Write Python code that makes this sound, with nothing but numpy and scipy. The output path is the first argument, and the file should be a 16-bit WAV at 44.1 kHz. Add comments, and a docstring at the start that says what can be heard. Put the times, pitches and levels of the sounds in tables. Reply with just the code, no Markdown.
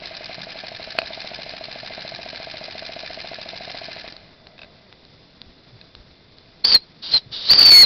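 """Model traction engine on a lawn

A model steam traction engine runs in the open air, close to the microphone of a small hand-held camera.
Each turn of the crank gives a puff up the chimney and two bursts of clatter; then it stops and simmers,
ticking. Its whistle is pulled three times, breathy at first, then shrill enough to overload the camera."""
import sys
import numpy as np
from scipy import signal
from scipy.fft import irfft
from scipy.io import wavfile

SR = 44100
rng = np.random.default_rng(int(sys.argv[2]) if len(sys.argv) > 2 else 0)


def inscribe(sig):
    """Save sig as 16-bit PCM at rate SR to the path in sys.argv[1].

    A 1-D sig is mono; a 2-D sig holds one channel per row.
    Samples are clipped to [-1, 1] before scaling.
    """
    pcm = np.round(np.clip(np.atleast_2d(sig).T, -1, 1) * 32767)
    wavfile.write(sys.argv[1], SR, pcm.astype(np.int16))


N = 346185
TIME = np.arange(N) / SR

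# The boiler's simmer over the garden air. Each row: frequency in Hz, relative level in dB.
SIMMER_COLOUR = [(20, -0.5), (100, 0.5), (170, 3), (260, -1), (500, -5), (660, -10), (900, -12.5),
                 (1400, -14), (3100, -17), (3600, -10), (3800, -10), (4300, -10.5), (4800, -9.5),
                 (5300, -10.5)]
# Faint whines of steam in the passages. Each row: frequency in Hz, width in Hz, level before the fade
# in dB, share of the fade from 0 to 1.
WHINES = [(647, 110, -58, 0.97), (2000, 80, -66.5, 0.97), (3530, 110, -66.5, 0.02)]
# The whines ebb once the engine stands. Each row: time in seconds, gain in dB.
WHINE_FADE = [(0, 1.5), (4.2, -1.5), (4.7, 0.5), (5.3, -11.5), (7.85, -6.5)]
# Handling at the microphone. Each row: start in seconds, length in seconds, frequency in Hz, level in dB.
BUMPS = [(.34, 0.14, 156.3, -44), (2.08, 0.11, 149.5, -49.5), (5.443, 0.078, 59, -47.5),
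         (5.684, 0.13, 129.4, -49.5), (5.94, 0.11, 48.6, -46), (6.015, 0.16, 64.5, -54),
         (7.254, 0.031, 108, -39), (7.276, 0.062, 108, -40)]
# Ticks of hot metal and spitting water. Each row: start in seconds, relative peak in dB.
TICKS = [(4.078, -26), (4.124, -27.5), (4.1659, -29.5), (4.4698, -30), (4.9267, -34), (5.0515, -39.5),
         (5.4167, -25), (5.813, -34), (5.951, -29.5), (6.3846, -37)]
# The spectrum of a tick. Each row: frequency in Hz, relative level in dB.
TICK_COLOUR = [(200, -8.5), (700, -13.5), (1100, -16), (2500, -16), (3300, -9), (4300, 0.5), (4700, -7),
               (5500, -16.5)]
# The drawbar and wagon coming to rest. Each row: start in seconds, peak in dB.
RATTLES = [(4.580, -32), (4.591, -30.5), (4.617, -28), (4.632, -29), (4.645, -34), (4.765, -47),
           (5.813, -35), (6.112, -39)]
# The drawbar's resonances. Each row: frequency in Hz, width in Hz, relative level in dB.
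DRAWBAR_MODES = [(640, 72, 1.5), (1610, 190, -4.5), (2570, 130, 2), (3750, 64, 2.5), (4300, 960, -9.5)]
# Knocks through the chassis. Each row: start in seconds, peak in dB.
KNOCKS = [(.9870, -2.0), (1.0174, -15)]
# The chassis's resonances. Each row: frequency in Hz, width in Hz, relative level in dB.
CHASSIS_MODES = [(653, 54, 6.5), (1390, 330, -11), (1660, 350, -10), (2554, 184, 0), (4320, 240, -5),
                 (5070, 150, -24)]
# The crank, about 11 turns a second at first, then 14. Each row: time in seconds, turns done.
CRANK_TURNS = [(.02, 0), (.11, 1), (.208, 2), (.556, 6), (.797, 9), (1.105, 13), (1.315, 16), (1.979, 25),
               (3.385, 45), (3.607, 48), (3.884, 52), (4.043, 54), (4.142, 55)]
# How hard the engine works. Each row: time in seconds, relative level in dB.
EFFORT = [(0, -37), (.8, -37.5), (1.1, -36.5), (1.6, -37.5), (2.2, -37), (3.0, -37.5), (3.85, -37.5),
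          (4.05, -38.5), (4.14, -46), (4.2, -45.5), (4.35, -57)]
# Slack taken up in rods and valve gear. Each row: share of a turn, relative level in dB,
# decay in seconds, stroke (0 outward, 1 return).
CLACKS = [(.338, -17, 0.0012, 0), (.388, -2.5, 0.003, 0), (.419, 3, 0.0028, 0), (.478, -2, 0.00064, 0),
          (.581, 2, 0.0029, 1), (.621, -3, 0.0043, 1), (.657, -5, 0.0064, 1), (.912, -9, 0.0057, 1)]
# Resonances of the motion work. Each row: frequency in Hz, width in Hz, then relative levels in dB
# for the outward stroke, the return stroke and sliding.
FRAME_MODES = [(699, 162, -2.5, -2, 2.5), (1615, 164, -15, 1, -1.5), (1735, 66, -2.5, 6.5, -20.5),
               (2085, 73, -5.5, -20.5, 3.5), (2426, 280, 0.5, 0.5, 0), (2850, 760, -27, -4, -6),
               (3613, 100, 3.5, -3, -20.5), (4090, 380, 2, 5.5, 2), (4800, 940, -2, 1, -20.5),
               (5080, 550, -4.5, 2.5, -4.5)]
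# Friction and steam flow, with a lull just before the puff. Each row: share of a turn, gain in dB.
SLIDING = [(0, -1), (.1, 2.5), (.33, 2.5), (.55, -2.5), (.8, -3), (.94, 1.5), (.98, -0.5), (1, -3)]
# Drops of water spat through the whistle. Each row: start in seconds, peak in dB.
SPITS = [(6.719, -10), (7.534, 2.5), (7.719, 3)]
# The spectrum of a spit. Each row: frequency in Hz, relative level in dB.
SPIT_COLOUR = [(100, -9), (1500, -9.5), (3400, -5.5), (4300, -0.5), (5300, 3.5)]
# The whistle's steam jet. Each row: frequency in Hz, relative level in dB.
JET_COLOUR = [(30, -20), (200, -17), (500, -18.5), (2000, -17.5), (2600, -15.5), (3050, -6), (3450, -5),
              (3800, -5.5), (4600, 1.5), (5150, -7.5), (5500, -5)]
# Broad hiss that swells and fades with the whistle's tone. Each row: frequency in Hz, relative level in dB.
TONE_HISS_COLOUR = [(30, 6), (200, 3), (1000, 3.5), (2500, 3), (3800, -8.5), (4800, -14.5), (5080, 4.5),
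                    (5300, 13.5), (5500, -5)]
# Pulls on the whistle valve. Each row: start, time taken to open and moment of shutting, all in seconds,
# then tone gain and jet gain in dB.
PULLS = [(6.637, 0.014, 6.759, -1.5, 1.5), (7.014, 0.019, 7.178, -2, 0), (7.306, 0.023, 7.86, 1.5, 0.5)]
# Pitch rising and sagging with steam pressure, one curve a pull. Each row: time in seconds, pitch in Hz.
PRESSURE_PITCH = [
    [(6.644, 4277), (6.650, 4635), (6.694, 4724), (6.701, 4554), (6.734, 4614), (6.741, 4477),
     (6.764, 4145), (6.785, 4155)],
    [(7.017, 3710), (7.095, 3780), (7.124, 4047), (7.137, 4183), (7.164, 4144), (7.18, 4000)],
    [(7.313, 3706), (7.445, 3764), (7.499, 4150), (7.505, 4550), (7.553, 4658), (7.593, 4564),
     (7.705, 4556), (7.711, 4440), (7.77, 4390), (7.812, 4373), (7.832, 4305), (7.85, 4053)],
]
# How the pipe speaks as pressure rises: breath, then one pure tone, then overblown and ragged.
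# Each row: pitch in Hz, tone gain in dB, purity from 0 to 1, jet gain in dB.
VOICING = [(3790, -36, .02, -31.5), (4060, -21, 0.1, -25), (4183, -10, .96, -24.5), (4356, -2, 0.95, -26),
           (4470, -4.5, 0.94, -18), (4573, -9, 0.6, -20.5), (4575, -14, 0, -27)]


def amp(db):
    """Decibels to gain."""
    return 10 ** (np.asarray(db) / 20)


def unit(x):
    """Scales to rms 1."""
    return x / np.sqrt(np.mean(x ** 2) + 1e-20)


def add(mix, start_s, sound):
    """Mixes a sound in at its start time."""
    part = mix[max(round(start_s * SR), 0):][:len(sound)]
    part += sound[:len(part)]


def causal(gain):
    """Minimum-phase impulse response of energy 1 for a gain over the full circle of frequencies."""
    log_gain = np.log(np.maximum(gain / gain.max(), 1e-5))
    spectrum = np.exp(np.conj(signal.hilbert(log_gain)))
    ring = np.fft.ifft(spectrum).real[:len(gain) // 2]
    return ring / np.linalg.norm(ring)


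def colour(points, size=8192):
    """Impulse response of a spectrum (Hz, dB), cut steeply above 6.3 kHz."""
    hz = abs(np.fft.fftfreq(size, 1 / SR)) + 1
    point_hz, point_db = np.transpose(points)
    gain = amp(np.interp(np.log(hz), np.log(point_hz), point_db))
    return causal(gain / (1 + (hz / 6300) ** 20))


def body(modes, size=4096):
    """Impulse response of a set of resonances (Hz, width in Hz, dB)."""
    hz = abs(np.fft.fftfreq(size, 1 / SR))
    power = sum(amp(db) ** 2 / (1 + (2 * (hz - centre) / width) ** 2) for centre, width, db in modes)
    return causal(np.sqrt(power))


def through(x, ring):
    """Passes a signal through an impulse response."""
    return signal.oaconvolve(x, ring)[:len(x)]


def noise(points, size=N):
    """Steady noise with a given spectrum (Hz, dB)."""
    return through(rng.standard_normal(size), colour(points))


def wander(width_hz, size, order=2):
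    """Complex noise of power 1 and a given bandwidth: the envelope of a randomly driven resonance."""
    white = rng.standard_normal((size, 2)) @ [1, 1j]
    rolloff = 1 + abs(np.fft.fftfreq(size, 1 / SR) * 2 / width_hz) ** order
    envelope = np.fft.ifft(np.fft.fft(white) / rolloff)
    return envelope / np.sqrt(np.mean(abs(envelope) ** 2))


def strike(rows, ring, decay_s, scrape, spread_s):
    """Blows, each a contact and a brief scrape, ringing a body whose high modes answer a little later."""
    out, t = np.zeros(N), np.arange(SR // 50) / SR
    hz = np.fft.rfftfreq(len(t), 1 / SR)
    dispersion = np.exp(-1j * np.pi * spread_s * hz ** 2 / (SR / 8))
    contact = irfft(dispersion, len(t)) * (1 - t / t[-1])
    for start, db in rows:
        grit = scrape * rng.standard_normal(len(t)) * np.exp(-t / decay_s)
        blow = signal.fftconvolve(contact + grit, ring)
        add(out, start, amp(db) * blow / abs(blow).max())
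    return out


def garden(x, echo_s=.068, echo_db=-40, echo_decay_s=.012, scatter_db=-39, scatter_decay_s=.035):
    """Open air, close up: the direct sound, a little scatter and one weak, smeared echo."""
    t = np.arange(SR // 4) / SR
    tail = rng.standard_normal(len(t)) * np.exp(-t / scatter_decay_s)
    echo = rng.standard_normal(len(t)) * np.exp(-t / echo_decay_s)
    tail *= amp(scatter_db) / np.linalg.norm(tail)
    add(tail, echo_s, amp(echo_db) * echo / np.linalg.norm(echo))
    return x + through(x, tail)


def simmer(hiss_db=-51.5, flutter_db=1, blowdown_db=-60):
    """Steam leaks with a fluttering hiss; whines and the cylinder's blowdown ebb once the engine stands."""
    hiss = noise(SIMMER_COLOUR) * amp(flutter_db * unit(wander(40, N).real))
    fade_db = np.interp(TIME, *np.transpose(WHINE_FADE))
    whines = np.zeros(N)
    for hz, width, db, share in WHINES:
        band = (wander(width, N) * np.exp(2j * np.pi * hz * TIME)).real
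        whines += amp(db + share * fade_db) * unit(band)
    blowdown = noise([(100, -2.5), (600, 6), (1100, -1), (2300, -6), (3200, -10.5), (5400, -13)])
    return amp(hiss_db) * hiss + whines + amp(blowdown_db + fade_db) * blowdown


def handling():
    """The hand on the camera makes soft low bumps, right at the microphone."""
    out = np.zeros(N)
    for start, length, hz, db in BUMPS:
        t = np.arange(int(length * SR)) / SR
        thud = (wander(50, SR)[:len(t)] * np.exp(2j * np.pi * hz * t)).real
        add(out, start, amp(db) * unit(thud) * np.hanning(len(t)))
    return out


def boiler_ticks(gain_db=5):
    """Hot metal and spitting water tick sharply as the engine stops and stands."""
    return amp(gain_db) * strike(TICKS, colour(TICK_COLOUR), decay_s=.0011, scrape=.2, spread_s=.00039)


def drawbar_rattles():
    """The wagon comes to rest, and gritty blows ring the drawbar."""
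    return strike(RATTLES, body(DRAWBAR_MODES), decay_s=.0027, scrape=.89, spread_s=.00091)


def chassis_knocks():
    """A hard knock and a softer one ring through the chassis."""
    return strike(KNOCKS, body(CHASSIS_MODES), decay_s=.005, scrape=.025, spread_s=.0017)


def turn_starts():
    """The moments at which the crank begins each turn."""
    times, turns = np.transpose(CRANK_TURNS)
    return np.interp(np.arange(turns[-1] + 1), turns, times)


def clack(decay_s, snap=4, size=SR // 50):
    """A sharp contact and a brief gritty chatter; its energy grows with its length."""
    burst = rng.standard_normal(size) * np.exp(-np.arange(size) / SR / decay_s)
    burst[0] += snap
    return burst / np.linalg.norm(burst) * np.sqrt(decay_s * SR / 2)


def motion_work(clack_db=8, slide_db=-3, grain_db=3, rumble_db=-17):
    """Rods clack on both strokes; gears and guides slide and chatter over a low rumble."""
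    starts, modes = turn_starts(), np.array(FRAME_MODES)
    outward_ring, return_ring, slide_ring = (body(modes[:, [0, 1, level]]) for level in (2, 3, 4))
    blows = np.zeros((2, N))
    for start, period in zip(starts, np.diff(starts)):
        for share, db, decay_s, stroke in CLACKS:
            late, force_db = rng.standard_normal(2) * [.004, 1]
            add(blows[round(stroke)], start + period * (share + late), amp(db + force_db) * clack(decay_s))
    clatter = through(blows[0], outward_ring) + through(blows[1], return_ring)
    turn_share = np.interp(TIME, starts, np.arange(len(starts))) % 1
    teeth = amp(grain_db * unit(wander(440, N).real))
    rub = unit(teeth * rng.standard_normal(N)) * amp(np.interp(turn_share, *np.transpose(SLIDING)))
    slide = through(rub, slide_ring)
    rumble = noise([(25, -12), (90, -2), (170, -1), (350, -9.5), (900, -14.5), (3000, -36)])
    effort = amp(np.interp(TIME, *np.transpose(EFFORT)))
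    return effort * (amp(clack_db) * clatter + amp(slide_db) * slide + amp(rumble_db) * rumble)


def exhaust(pipe_hz=655, hold_s=.0095, ring_hz=690, ring_db=-18, ring_decay_s=.01,
            push_hz=190, push_db=-3, push_decay_s=.0017, gain_db=8.5, uneven_db=.34, cruise_turn_s=.071):
    """Once a turn, steam pushes the chimney's air, which rings briefly; effort and speed puff harder."""
    out, t = np.zeros(N), np.arange(SR // 14) / SR
    opening = np.minimum(t / .0005, 1)
    push = -np.cos(2 * np.pi * push_hz * t) * np.exp(-t / push_decay_s) * amp(push_db)
    starts = turn_starts()
    speeds = cruise_turn_s / np.gradient(starts)
    strengths = amp(gain_db + np.interp(starts, *np.transpose(EFFORT))) * speeds
    for start, strength in zip(starts, strengths):
        detune, drift, weakness = rng.standard_normal(3)
        swing = np.cos(2 * np.pi * pipe_hz * (1 + .007 * detune) * t) * np.exp(-(t / hold_s) ** 2)
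        ring = np.cos(2 * np.pi * (ring_hz + 20 * drift) * t) * np.exp(-t / ring_decay_s) * amp(ring_db)
        add(out, start, strength * amp(-uneven_db * weakness) * (swing + ring + push) * opening)
    return out


def water_spits():
    """Drops of water crack through the whistle, close to the microphone."""
    return strike(SPITS, colour(SPIT_COLOUR), decay_s=.0025, scrape=.23, spread_s=.000506)


def whistle(pull, pitch, breath_width_hz=480, tone_hiss_db=-17, waver_hz=18, sputter_hz=30,
            lag_s=.0038, build_s=.0011, shut_db_per_s=849.5):
    """Pressure sets pitch and voice: breathy, then pure, then overblown; wet steam makes it sputter."""
    opens, opening_s, shuts, pull_tone_db, pull_jet_db = pull
    t = np.arange(opens, shuts + .06, 1 / SR)
    opening = np.minimum((t - opens) / opening_s, 1) ** 2
    valve = opening * amp(-shut_db_per_s * np.maximum(t - shuts, 0))
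    hz = np.interp(t, *np.transpose(pitch))
    # the pipe's voice follows the pressure a moment late
    drive_hz = np.interp(t - lag_s, t, hz) + sputter_hz * wander(120, SR)[:len(t)].real
    voicing_hz, *columns = np.transpose(sorted(VOICING))
    tone_db, purity, jet_db = (np.interp(drive_hz, voicing_hz, column) for column in columns)
    retained = np.exp(-1 / (build_s * SR))
    sounding = signal.lfilter([1 - retained], [1, -retained], amp(tone_db + pull_tone_db))
    wavering_hz = hz + waver_hz * wander(190, SR)[:len(t)].real
    carrier = np.exp(2j * np.pi * np.cumsum(wavering_hz) / SR)
    breath = wander(breath_width_hz, SR, order=4)[:len(t)]
    swing = np.sqrt(purity) + np.sqrt(1 - purity) * breath
    tone = np.sqrt(2) * (swing * carrier).real
    jet = noise(JET_COLOUR, SR)[:len(t)]
    tone_hiss = amp(tone_hiss_db) * noise(TONE_HISS_COLOUR, SR)[:len(t)]
    return valve * (sounding * (tone + tone_hiss) + amp(jet_db + pull_jet_db) * jet)


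def scene():
    """The engine and its whistle on the lawn, at one close, hand-held microphone."""
    blasts = water_spits()
    for pull, pitch in zip(PULLS, PRESSURE_PITCH):
        add(blasts, start_s=pull[0], sound=whistle(pull, pitch))
    engine = chassis_knocks() + drawbar_rattles() + boiler_ticks() + exhaust() + motion_work()
    return (garden(engine + blasts) + simmer() + handling())[None]


def record(dry, ceiling=.65, output_ceiling=.68, treble_edge_hz=15800):
    """The camera samples at a quarter rate and overloads, folding overtones down."""
    narrow = signal.firwin(131, SR / 8, window=("kaiser", 9), fs=SR)
    quarter_rate = signal.resample_poly(dry[0], 1, 4, window=narrow)
    overloaded = np.clip(quarter_rate, -ceiling, ceiling)
    full_rate = signal.resample_poly(overloaded, 4, 1, window=narrow)[:N]
    flattened = np.clip(full_rate, -output_ceiling, output_ceiling)  # peaks between samples overload again
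    lowpass = signal.firwin(511, treble_edge_hz, window=("kaiser", 9), fs=SR)
    return signal.oaconvolve(flattened, lowpass, "same")[None]


dry = scene()
out = record(dry)
inscribe(out)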